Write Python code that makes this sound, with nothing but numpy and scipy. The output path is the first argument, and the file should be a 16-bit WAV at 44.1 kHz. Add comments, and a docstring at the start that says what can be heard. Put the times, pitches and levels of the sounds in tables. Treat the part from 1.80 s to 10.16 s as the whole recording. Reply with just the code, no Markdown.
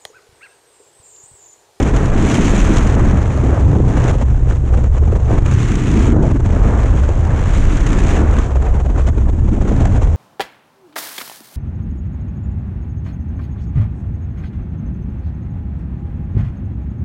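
"""A torn, buffeting wind roar with sharp slaps and a fluttering hiss: freefall, at a helmet camera's microphone port.
Large eddies buffet the housing and a wake sheds near 65 Hz: noise bands on slow level curves.
Small eddies roar and hiss in the port's cavity: higher bands that flutter together and follow head turns.
Bursts are short swells of noise, slaps are short damped tones; the camera's limiter holds the peaks down."""
import sys
import numpy as np
from scipy import signal
from scipy.fft import rfft, irfft, dct, next_fast_len
from scipy.io import wavfile
from scipy.ndimage import uniform_filter1d, minimum_filter1d, map_coordinates

SR = 44100
rng = np.random.default_rng(int(sys.argv[2]) if len(sys.argv) > 2 else 0)


def transcribe(signal):
    """Save signal, clipped to [-1, 1], as a 16-bit WAV file at the path in sys.argv[1]."""
    frames = np.atleast_2d(signal).T
    limited = np.clip(frames, -1, 1)
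    pcm = np.round(limited * 32767).astype(np.int16)
    wavfile.write(sys.argv[1], SR, pcm)


N = 368676

# Levels in the tables are base levels: flutter, gulps and the recorder act on top.
# Flow at the port as the head turns. Each row: time in seconds, hiss, rush, roar and eddy levels in dB.
PORT_FLOW = [(0, -33.5, -27, -22.5, -14.5), (.3, -40.5, -31.5, -25, -24.5), (.45, -31, -29.5, -26, -16),
             (.62, -31.5, -30, -27.5, -16), (.83, -28.5, -27, -23, -13.5), (1.0, -34, -28, -26.5, -18),
             (1.155, -35.5, -30.5, -25, -22), (1.163, -47, -31, -24, -14), (1.2, -38, -28.5, -24.5, -17.5),
             (1.5, -43.5, -36.5, -28.5, -24), (1.75, -44, -34.5, -25, -23), (1.9, -43.5, -38, -28.5, -20),
             (2.04, -49, -43, -27.5, -16), (2.17, -41.5, -32.5, -28, -22), (2.3, -36, -30, -22, -21),
             (2.39, -48, -42, -33, -26), (2.62, -54, -47.5, -39.5, -31.5), (3.45, -49.5, -45, -32, -28.5),
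             (3.64, -41.5, -32, -29.5, -21.5), (3.72, -38, -34, -34.5, -23.5),
             (4.05, -37.5, -35, -33.5, -19), (4.27, -36, -30.5, -25.5, -14), (4.325, -41.5, -30.5, -30, -9),
             (4.338, -45, -32.5, -23.5, -12.5), (4.41, -49, -32.5, -25, -13.5), (4.43, -47, -42, -24, -15),
             (4.48, -44.5, -38.5, -29.5, -17), (4.6, -48, -40.5, -34.5, -24),
             (4.9, -41, -31.5, -23.5, -20.5), (5.15, -45, -37, -32, -27.5), (5.4, -45.5, -40, -31.5, -26),
             (5.5, -44.5, -33, -28, -21.5), (5.62, -40.5, -34, -28.5, -27), (5.75, -37, -35, -32, -24.5),
             (6.1, -38, -32.5, -30.5, -18.5), (6.35, -34, -29.5, -24.5, -20),
             (6.45, -43.5, -31.5, -26, -18.5), (6.64, -40.5, -34.5, -30, -30.5),
             (6.7, -47.5, -40, -29.5, -28.5), (7.1, -52.5, -45, -34.5, -30.5),
             (7.55, -55, -48.5, -40, -27.5), (7.9, -45.5, -39.5, -30.5, -19.5),
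             (8.1, -46.5, -39.5, -30.5, -24), (8.36, -50.5, -46.5, -34.5, -30)]
# Slow pressure on the housing. Each row: time in seconds, rumble, wake and throb levels in dB.
HOUSING_PRESSURE = [(0, -14.5, -14.5, -18), (.6, -12.5, -20.5, -18), (1.2, -10.5, -12, -18),
                    (1.5, -22.5, -14, -18), (1.85, -15, -11, -14.5), (2.4, -15.5, -15.5, -18),
                    (3.2, -16, -12, -20), (3.7, -17, -15.5, -15), (4.0, -17, -25, -20.5),
                    (4.15, -20.5, -12.5, -12.5), (4.45, -16, -14.5, -18.5), (5.0, -16, -12.5, -18.5),
                    (5.7, -14, -16.5, -16.5), (6.05, -14, -20, -20), (6.5, -14, -10, -21.5),
                    (6.6, -8.5, -16, -22.5), (6.66, -25, -17.5, -26.5), (6.8, -15, -13.5, -21),
                    (7.3, -16.5, -12.5, -25.5), (7.8, -11.5, -16, -17.5), (8.36, -20.5, -12, -23)]
# Wake locking into a drone. Each row: time in seconds, locked share of wake power (0-1).
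WAKE_LOCK = [(0, 0.04), (2.3, 0), (2.6, 0.79), (3.4, 0), (3.6, 0.12), (6.5, 0), (6.75, 0.95), (7.45, 0.2),
             (7.7, .05), (8.1, 0.03), (8.36, 0.5)]
# Quick eddies among the eddies. Each row: time in seconds, their share of power (0-1).
QUICK_SHARE = [(0, .6), (.3, 0.42), (.7, 0.4), (1.1, 0.47), (1.4, 0.2), (1.9, 0.4), (2.3, 0), (2.7, 0.06),
               (3.4, 0.2), (3.9, 0.27), (4.3, .3), (4.8, 0.17), (5.3, .2), (5.9, .1), (6.4, 0.37),
               (7.0, .3), (7.6, 0.31), (8.0, 0), (8.36, 0)]
# Upper rush over what the hiss gives it. Each row: time in seconds, level in dB.
TEAR_EXTRA = [(0, 2), (.4, 0), (1.1, -0.5), (1.4, 0.5), (2.3, -1), (3.4, 0), (3.7, 2), (4.3, 3), (4.6, -2),
              (5.5, 0), (5.9, 1), (6.4, 2.5), (6.7, 2), (7.2, 1.5), (8.36, -1)]
# The rush loses its top as a gust lets go. Each row: time in seconds, upper edge in Hz.
RUSH_EDGE = [(0, 7000), (4.33, 7000), (4.338, 2200), (4.41, 1590), (4.425, 7000), (6.65, 7000),
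             (6.66, 2000), (6.705, 1600), (6.715, 7000), (8.36, 7000)]
# Gulps of air and brief lulls. Each row: centre in seconds, lift in dB, width at half height in seconds.
GULPS_AND_LULLS = [(0.045, -8, 0.015), (0.128, -9.5, 0.045), (0.145, 8, 0.016), (0.306, 1, 0.0093),
                   (0.562, 1, 0.02), (0.59, -2, 0.018), (0.68, 2.5, 0.14), (0.852, -1, 0.017),
                   (0.983, 2.5, 0.015), (1.378, 3.5, 0.014), (1.734, 4, 0.01), (1.78, 0, 0.016),
                   (2.175, 6.5, 0.013), (2.375, -8, 0.011), (2.416, 5, 0.059), (2.447, -16, 0.012),
                   (2.507, 5, 0.016), (2.644, -3, 0.016), (2.709, 14, 0.048), (2.818, -4.5, 0.04),
                   (2.771, 4.5, 0.018), (2.89, 4.5, 0.04), (2.943, 12.5, 0.028), (2.981, 11.5, 0.023),
                   (3.015, 2.5, 0.03), (3.044, 9.5, 0.01), (3.064, 5.5, 0.014), (3.1, -13, 0.021),
                   (3.175, 8.5, 0.025), (3.201, -12, 0.027), (3.238, 7, 0.012), (3.279, 10.5, 0.01),
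                   (3.33, 7, 0.017), (3.36, 8, 0.018), (3.523, 6, 0.064), (3.582, 5.5, 0.02),
                   (3.605, -16, 0.016), (3.64, -10, 0.02), (4.382, -6, 0.012), (4.414, -4, 0.016),
                   (4.466, -2, 0.011), (4.515, 8, 0.018), (4.535, -6.5, 0.017), (4.558, 5, 0.016),
                   (4.583, -9, 0.016), (4.605, 8, 0.011), (4.622, -9, 0.016), (4.631, 4, 0.01),
                   (4.658, 6, 0.011), (4.768, 3.5, 0.012), (4.846, 1, 0.021), (5.037, 8, 0.006),
                   (5.185, 6.5, 0.024), (5.255, 2.5, 0.056), (5.31, 2.5, 0.022), (5.36, 2, 0.0091),
                   (6.587, 5, 0.034), (6.63, 0.5, 0.025), (6.665, -1.5, 0.025), (6.718, 1.5, 0.02),
                   (6.74, -8, 0.02), (6.758, 5.5, 0.016), (6.792, -10, 0.012), (6.881, 5, 0.038),
                   (6.913, -4, 0.015), (6.958, 3, 0.04), (7.005, 6.5, 0.015), (7.023, -11, 0.018),
                   (7.062, 7.5, 0.014), (7.082, -9, 0.017), (7.096, 5.5, 0.02), (7.132, -5, 0.023),
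                   (7.184, 10, 0.054), (7.22, 4, 0.01), (7.286, 12, 0.032), (7.315, -6, 0.025),
                   (7.346, 2, 0.019), (7.384, 11, 0.0092), (7.494, 8.5, 0.025), (7.516, -17, 0.019),
                   (7.532, 7, 0.01), (7.59, 7, 0.016), (7.685, 6, 0.023), (7.706, -10, 0.012),
                   (7.797, -8, 0.01), (7.819, 6.5, 0.018), (7.744, 2.5, 0.044), (7.89, 3, 0.019),
                   (7.922, 2.5, 0.011), (8.012, 8, 0.024), (8.056, 13.5, 0.0069), (8.077, 4.5, 0.012),
                   (8.166, 7, 0.03), (8.2, -0.5, 0.018), (8.224, 6, 0.016), (8.258, 3.5, 0.024),
                   (8.334, 2, 0.011)]
# Bursts in the port, strong and faint. Each row: start in seconds, peak of the swell in dB.
PORT_BURSTS = [(0.025, -25), (0.162, -24.5), (0.255, -29), (0.487, -35), (0.526, -29), (0.54, -20),
               (0.556, -32), (0.724, -36), (0.761, -25), (0.8, -19), (0.948, -32), (0.959, -27),
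               (0.967, -18), (0.981, -22), (1.07, -25), (1.148, -28.5), (2.176, -45), (2.238, -29),
               (2.277, -31), (3.581, -38), (3.658, -33), (3.71, -33), (3.745, -34), (3.882, -36),
               (3.916, -30), (3.953, -26), (3.995, -35), (4.111, -30), (4.19, -27), (4.222, -33),
               (4.5995, -45), (5.287, -34), (5.47, -39), (5.771, -37), (5.934, -37), (5.968, -28.5),
               (6.004, -30), (6.064, -25.5), (6.127, -25.5), (6.234, -29.5), (6.317, -37), (6.585, -28),
               (7.817, -36.5), (8.0531, -34.5)]
# Slaps on the housing, strong and faint. Each row: start in seconds, peak of the tone in dB, pitch in Hz.
HOUSING_SLAPS = [(0.231, -9, 176), (0.426, -13, 205), (0.504, -6.5, 210), (0.583, -2, 210),
                 (0.735, -2.5, 190), (0.783, -9.5, 195), (0.96, -9, 314), (1.058, -9, 213),
                 (1.246, -14, 195), (1.334, -6, 169), (1.733, -11, 390), (1.778, -17, 607),
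                 (1.896, -14, 377), (1.931, -11.5, 457), (1.955, -6.5, 177), (2.002, -11, 406),
                 (2.248, -8, 280), (2.353, -13.5, 453), (2.426, -13, 254), (2.625, -20, 363),
                 (2.673, -21, 436), (2.722, -19, 304), (2.837, -20, 318), (2.936, -30, 378),
                 (2.985, -18, 466), (3.152, -28, 363), (3.225, -15, 367), (3.327, -8.5, 392),
                 (3.36, -16, 490), (3.491, -17, 318), (3.507, -11, 470), (3.529, -10.5, 318),
                 (3.935, -13, 212), (4.177, -10, 200), (4.279, -10, 364), (4.361, -4, 193),
                 (4.384, -11.5, 308), (4.598, -14, 304), (4.655, -14, 303), (4.701, -16, 448),
                 (4.731, -10.5, 205), (4.767, -18, 480), (5.046, -13, 390), (5.29, -11, 410),
                 (5.764, -13, 174), (6.253, -15.5, 318), (6.394, -12.5, 186), (6.416, -9, 209),
                 (6.948, -15.5, 159), (6.99, -23, 487), (7.191, -23, 445), (7.281, -19.5, 575),
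                 (7.375, -16.5, 310), (7.467, -16.5, 167), (7.495, -20, 424), (7.779, -16, 176),
                 (7.816, -11.5, 181), (7.854, -15, 376), (7.916, -12.5, 527), (8.01, -23, 446),
                 (8.052, -17, 320), (8.156, -22, 301), (8.22, -20.5, 490)]

# Noise spectra, all scaled to rms 1. Each row: frequency in Hz, relative density in dB per Hz.
# Air streaming over suits and rig.
STREAM_SPECTRUM = [(250, -29), (400, 0), (1000, -16), (1700, -24.5), (2500, -37), (3500, -33.5),
                   (4800, -42), (6600, -26.5), (9000, -37), (12000, -72)]
# Slow layers, lowest first; the wake both loose and locked in step.
RUMBLE_SPECTRUM = [(4, -35.5), (12, -19.5), (22, 5), (30, -1), (40, 5.5), (60, -10), (100, -40.5)]
WAKE_SPECTRUM = [(30, -37), (48, -3.5), (63, -1), (85, -0.5), (130, -27)]
DRONE_SPECTRUM = [(45, -34.5), (55, -1), (63, 8.5), (71, -2.5), (84, -33)]
THROB_SPECTRUM = [(55, -36), (90, -5), (115, 0), (140, -5), (200, -41.5), (300, -58.5)]
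# Eddies: ordinary, smaller and quicker, small and fast in full flow.
EDDY_SPECTRUM = [(90, -33.5), (150, 1.5), (200, 2), (300, -4), (420, -15), (800, -56.5)]
QUICK_SPECTRUM = [(130, -33.5), (210, -1.5), (270, 1), (340, -0.5), (450, -12.5), (800, -50)]
BODY_SPECTRUM = [(200, -21.5), (290, 4), (350, 1.5), (430, -6), (600, -26.5)]
# Roar, rush, and the upper rush of full flow.
ROAR_SPECTRUM = [(200, -30.5), (400, 2), (500, 0.5), (750, -2.5), (1100, -10.5), (1800, -27)]
RUSH_SPECTRUM = [(500, -42.5), (900, -0.5), (1200, 1), (1700, -2), (2200, -10), (3000, -24), (4200, -46.5)]
TEAR_SPECTRUM = [(1000, -33.5), (1700, 0.5), (2400, 0), (3200, -6), (4200, -18), (5500, -40)]
# Hiss, with a port cavity peak near 6.6 kHz.
HISS_SPECTRUM = [(1000, -44.5), (1900, -3), (2500, -3), (3300, -7), (4100, -11.5), (4800, -16.5),
                 (5400, -12.5), (6000, -7.5), (6600, -6), (7200, -7), (7900, -12.5), (9000, -20),
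                 (11000, -30), (13000, -41.5), (15500, -60.5)]
# Port cavity ringing in a burst.
CAVITY_SPECTRUM = [(1000, -31), (2000, -10), (3300, -6), (4800, -13.5), (6600, -1.5), (9000, -18),
                   (12000, -34.5), (15500, -56)]

HEAVE_DB, HEAVE_PER_S = 2, 8  # random swell of rumble and throb
DRIFT_DB, DRIFT_PER_S = 0.24, 9.2  # random drift of the flow
LULL_LIMIT_DB = 8  # deepest lull, before each band's weight
LEE_MIN, LEE_MAX = 0.3, 1.2  # bounds of the flutter factor in the lee
SPIT_DB = 2  # crackle, per unit of curve above its threshold
BURST_RISE_S = 0.0035
GULP_STEEPNESS = 2  # 2 is a plain bell
FULL_FLOW_HISS_DB = -37  # hiss level at which the next two levels hold
TEAR_DB, TEAR_DB_PER_HISS_DB = -41.5, 1.05
BODY_DB, BODY_DB_PER_HISS_DB = -32, 1.08
TOP_HZ = 15700


def amp(db):
    """Amplitude ratio of a level in dB."""
    return 10 ** (np.asarray(db) / 20)


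def unit(x):
    """x scaled to rms 1."""
    return x / np.sqrt(np.mean(x ** 2) + 1e-20)


def curves(rows):
    """One value per sample for each column after the time."""
    time_s, *columns = np.transpose(rows)
    return [np.interp(np.arange(N) / SR, time_s, column) for column in columns]


def wobble(knots_per_s):
    """A smooth random curve through normally distributed knots."""
    knots = rng.standard_normal(int(N * knots_per_s / SR) + 4)
    return map_coordinates(knots, [np.arange(N) * knots_per_s / SR])


def filtered(x, response):
    """x times a response of frequency."""
    size = next_fast_len(N + 8192)
    return irfft(rfft(x, size) * response(np.fft.rfftfreq(size, 1 / SR)), size)[..., :N]


def noise(spectrum):
    """Noise of rms 1, its spectrum interpolated on a log frequency axis."""
    point_hz, point_db = np.transpose(spectrum)

    def colour(hz):
        return amp(np.interp(np.log(hz + 1), np.log(point_hz + 1), point_db, left=-120, right=-120))

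    return unit(filtered(rng.standard_normal(N), colour))


def swept(spectrum, flutter_db):
    """Noise whose level flutters, brought back to rms 1."""
    return unit(amp(flutter_db) * noise(spectrum))


def mixed(first, second, share):
    """Two signals crossfaded at constant power; share is that of the second."""
    share = np.clip(share, 0, 1)
    return np.sqrt(1 - share) * first + np.sqrt(share) * second


def dulled(x, edge, order=16):
    """x under a low-pass whose corner follows the edge table."""
    hz, time_s, bins = signal.stft(x, SR, nperseg=256)
    corner_hz = np.interp(time_s, *np.transpose(edge))
    gain = 1 / np.sqrt(1 + (hz[:, None] / corner_hz) ** order)
    return signal.istft(bins * gain, SR, nperseg=256)[1][:N]


def stream():
    """Air over suits and rig nearby never lets up: steady noise."""
    return amp(-41.5) * noise(STREAM_SPECTRUM)


def shedding(steadiness=0.45):
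    """Vortices leave the helmet with rather even strength; facing sideways they lock into a drone."""
    wake = mixed(noise(WAKE_SPECTRUM), noise(DRONE_SPECTRUM), curves(WAKE_LOCK)[0])
    pad = SR // 10
    padded = np.pad(wake, pad, "reflect", reflect_type="odd")
    envelope = np.abs(signal.hilbert(padded, next_fast_len(len(padded)))[pad:pad + N])
    # dividing by part of the envelope evens the strength
    return unit(wake / (envelope + 0.38) ** steadiness)


def housing_swing():
    """Large eddies press slowly on the housing: rumble, wake and throb."""
    rumble_db, wake_db, throb_db = curves(HOUSING_PRESSURE)
    rumble = amp(rumble_db) * swept(RUMBLE_SPECTRUM, HEAVE_DB * wobble(HEAVE_PER_S))
    throb = amp(throb_db) * swept(THROB_SPECTRUM, HEAVE_DB * wobble(HEAVE_PER_S))
    return rumble + amp(wake_db) * shedding() + throb


def bursts():
    """Single eddies burst in the port: short swells of cavity ringing and rush."""
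    kicks = np.zeros(N)
    for start_s, db in PORT_BURSTS:
        kicks[round(start_s * SR)] = amp(db)
    u = np.arange(SR // 20) / SR / BURST_RISE_S
    swell = signal.fftconvolve(kicks, (u * np.exp(1 - u)) ** 2)[:N]
    colour = 0.62 * noise(CAVITY_SPECTRUM) + 0.48 * noise(RUSH_SPECTRUM) + 0.35 * noise(TEAR_SPECTRUM)
    return swell * colour


def slaps(rise_cycles=0.68, roughness=0.2):
    """Crisp pressure slaps on the housing: short damped tones of either sign, roughened by roar."""
    tone, swell = np.zeros(N + SR), np.zeros(N + SR)
    t = np.arange(SR // 20) / SR
    signs = rng.choice([-1, 1], len(HOUSING_SLAPS))
    for (start_s, db, hz), sign in zip(HOUSING_SLAPS, signs):
        u = t * hz / rise_cycles
        bump = amp(db) * u * np.exp(1 - u)
        span = slice(round(start_s * SR), round(start_s * SR) + len(t))
        # the cosine crests where the bump peaks
        tone[span] += sign * bump * np.cos(2 * np.pi * (hz * t - rise_cycles))
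        swell[span] += bump
    return tone[:N] + roughness * swell[:N] * noise(ROAR_SPECTRUM)


def gulps():
    """Gulps raise and lulls lower the flow at the port: bells in dB."""
    t = np.arange(N) / SR
    lift_db = np.zeros(N)
    for centre_s, db, width_s in GULPS_AND_LULLS:
        lift_db += db * np.exp(-np.log(16) * np.abs((t - centre_s) / width_s) ** GULP_STEEPNESS)
    return lift_db


def port_lift():
    """Gulps and drift in dB; lulls saturate, so they never empty the port completely."""
    lift_db = gulps() + DRIFT_DB * wobble(DRIFT_PER_S)
    return np.where(lift_db < 0, LULL_LIMIT_DB * np.tanh(lift_db / LULL_LIMIT_DB), lift_db)


def eddies(eddy_db, lift_db, bunches):
    """Eddies of two sizes pass the port: two noise bands sharing one flutter."""
    sizes = mixed(noise(EDDY_SPECTRUM), noise(QUICK_SPECTRUM), curves(QUICK_SHARE)[0])
    fluttering = unit(amp(0.28 * bunches + 1.38 * wobble(40)) * sizes)
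    return amp(eddy_db + 0.67 * lift_db + 1.47 * wobble(12)) * fluttering


def port_wind(swing):
    """Small eddies roar and hiss in the port: bands share flutter; roar and rush follow falling pressure most."""
    hiss_db, rush_db, roar_db, eddy_db = curves(PORT_FLOW)
    lift_db = port_lift()
    falling = -unit(np.gradient(swing))
    # full flow is an even rush; in the lee of the helmet it flutters more
    lee = np.clip(1 - 0.084 * (rush_db + 37.5), LEE_MIN, LEE_MAX)
    bunches = lee * (0.5 * wobble(35) + 1.3 * wobble(70))
    fine = wobble(220)
    # now and then a tiny eddy spits for a millisecond or two
    spits = SPIT_DB * np.maximum(wobble(400) - 1.3, 0)

    roar_flutter = 0.82 * bunches + lee * (1.0 * falling + 1.0 * fine + 0.67 * wobble(50))
    roar = amp(roar_db + 0.82 * lift_db + 0.44 * wobble(15)) * swept(ROAR_SPECTRUM, roar_flutter)

    rush_flutter = 0.54 * bunches + lee * (1.2 * falling + 2.05 * fine + 0.69 * wobble(90))
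    rush = amp(rush_db + 0.99 * lift_db) * swept(RUSH_SPECTRUM, rush_flutter)

    hiss_flutter = 1.3 * bunches + 0.19 * falling + 1.6 * fine + 2.2 * wobble(600) + spits
    hiss = amp(hiss_db + 0.91 * lift_db + 0.69 * wobble(16)) * swept(HISS_SPECTRUM, hiss_flutter)

    # full flow fills the gaps between these bands
    full_db = hiss_db - FULL_FLOW_HISS_DB
    tear_db = TEAR_DB + TEAR_DB_PER_HISS_DB * full_db + curves(TEAR_EXTRA)[0] + 0.84 * lift_db
    tear = amp(tear_db) * swept(TEAR_SPECTRUM, 0.8 * bunches + 1.2 * fine + 0.6 * spits)
    body = amp(BODY_DB + BODY_DB_PER_HISS_DB * full_db) * swept(BODY_SPECTRUM, 0.64 * bunches)

    return eddies(eddy_db, lift_db, bunches) + roar + dulled(rush + tear, RUSH_EDGE) + hiss + body


def scene():
    """All layers summed to one channel."""
    swing = housing_swing()
    return (stream() + swing + bursts() + slaps() + port_wind(swing))[None]


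def limited(x, top_db, hold_s, glide_s):
    """Gain dips around each loud peak, smoothed over the glide; sudden peaks partly slip through."""
    needed = np.minimum(1, amp(top_db) / (np.abs(x) + 1e-9))
    held = minimum_filter1d(needed, int(hold_s * SR), axis=-1)
    return x * uniform_filter1d(held, int(glide_s * SR), axis=-1)


def record(dry):
    """Limiter, a soft ceiling, and the camera's band limit."""
    x = limited(amp(0.2) * dry, top_db=-3.0, hold_s=0.015, glide_s=0.048)
    x = x / (1 + np.abs(x / 0.93) ** 8) ** (1 / 8)
    kept = np.arange(N) * SR / (2 * N) < TOP_HZ
    return dct(dct(x, norm="ortho") * kept, type=3, norm="ortho")


dry = scene()
out = record(dry)
transcribe(out)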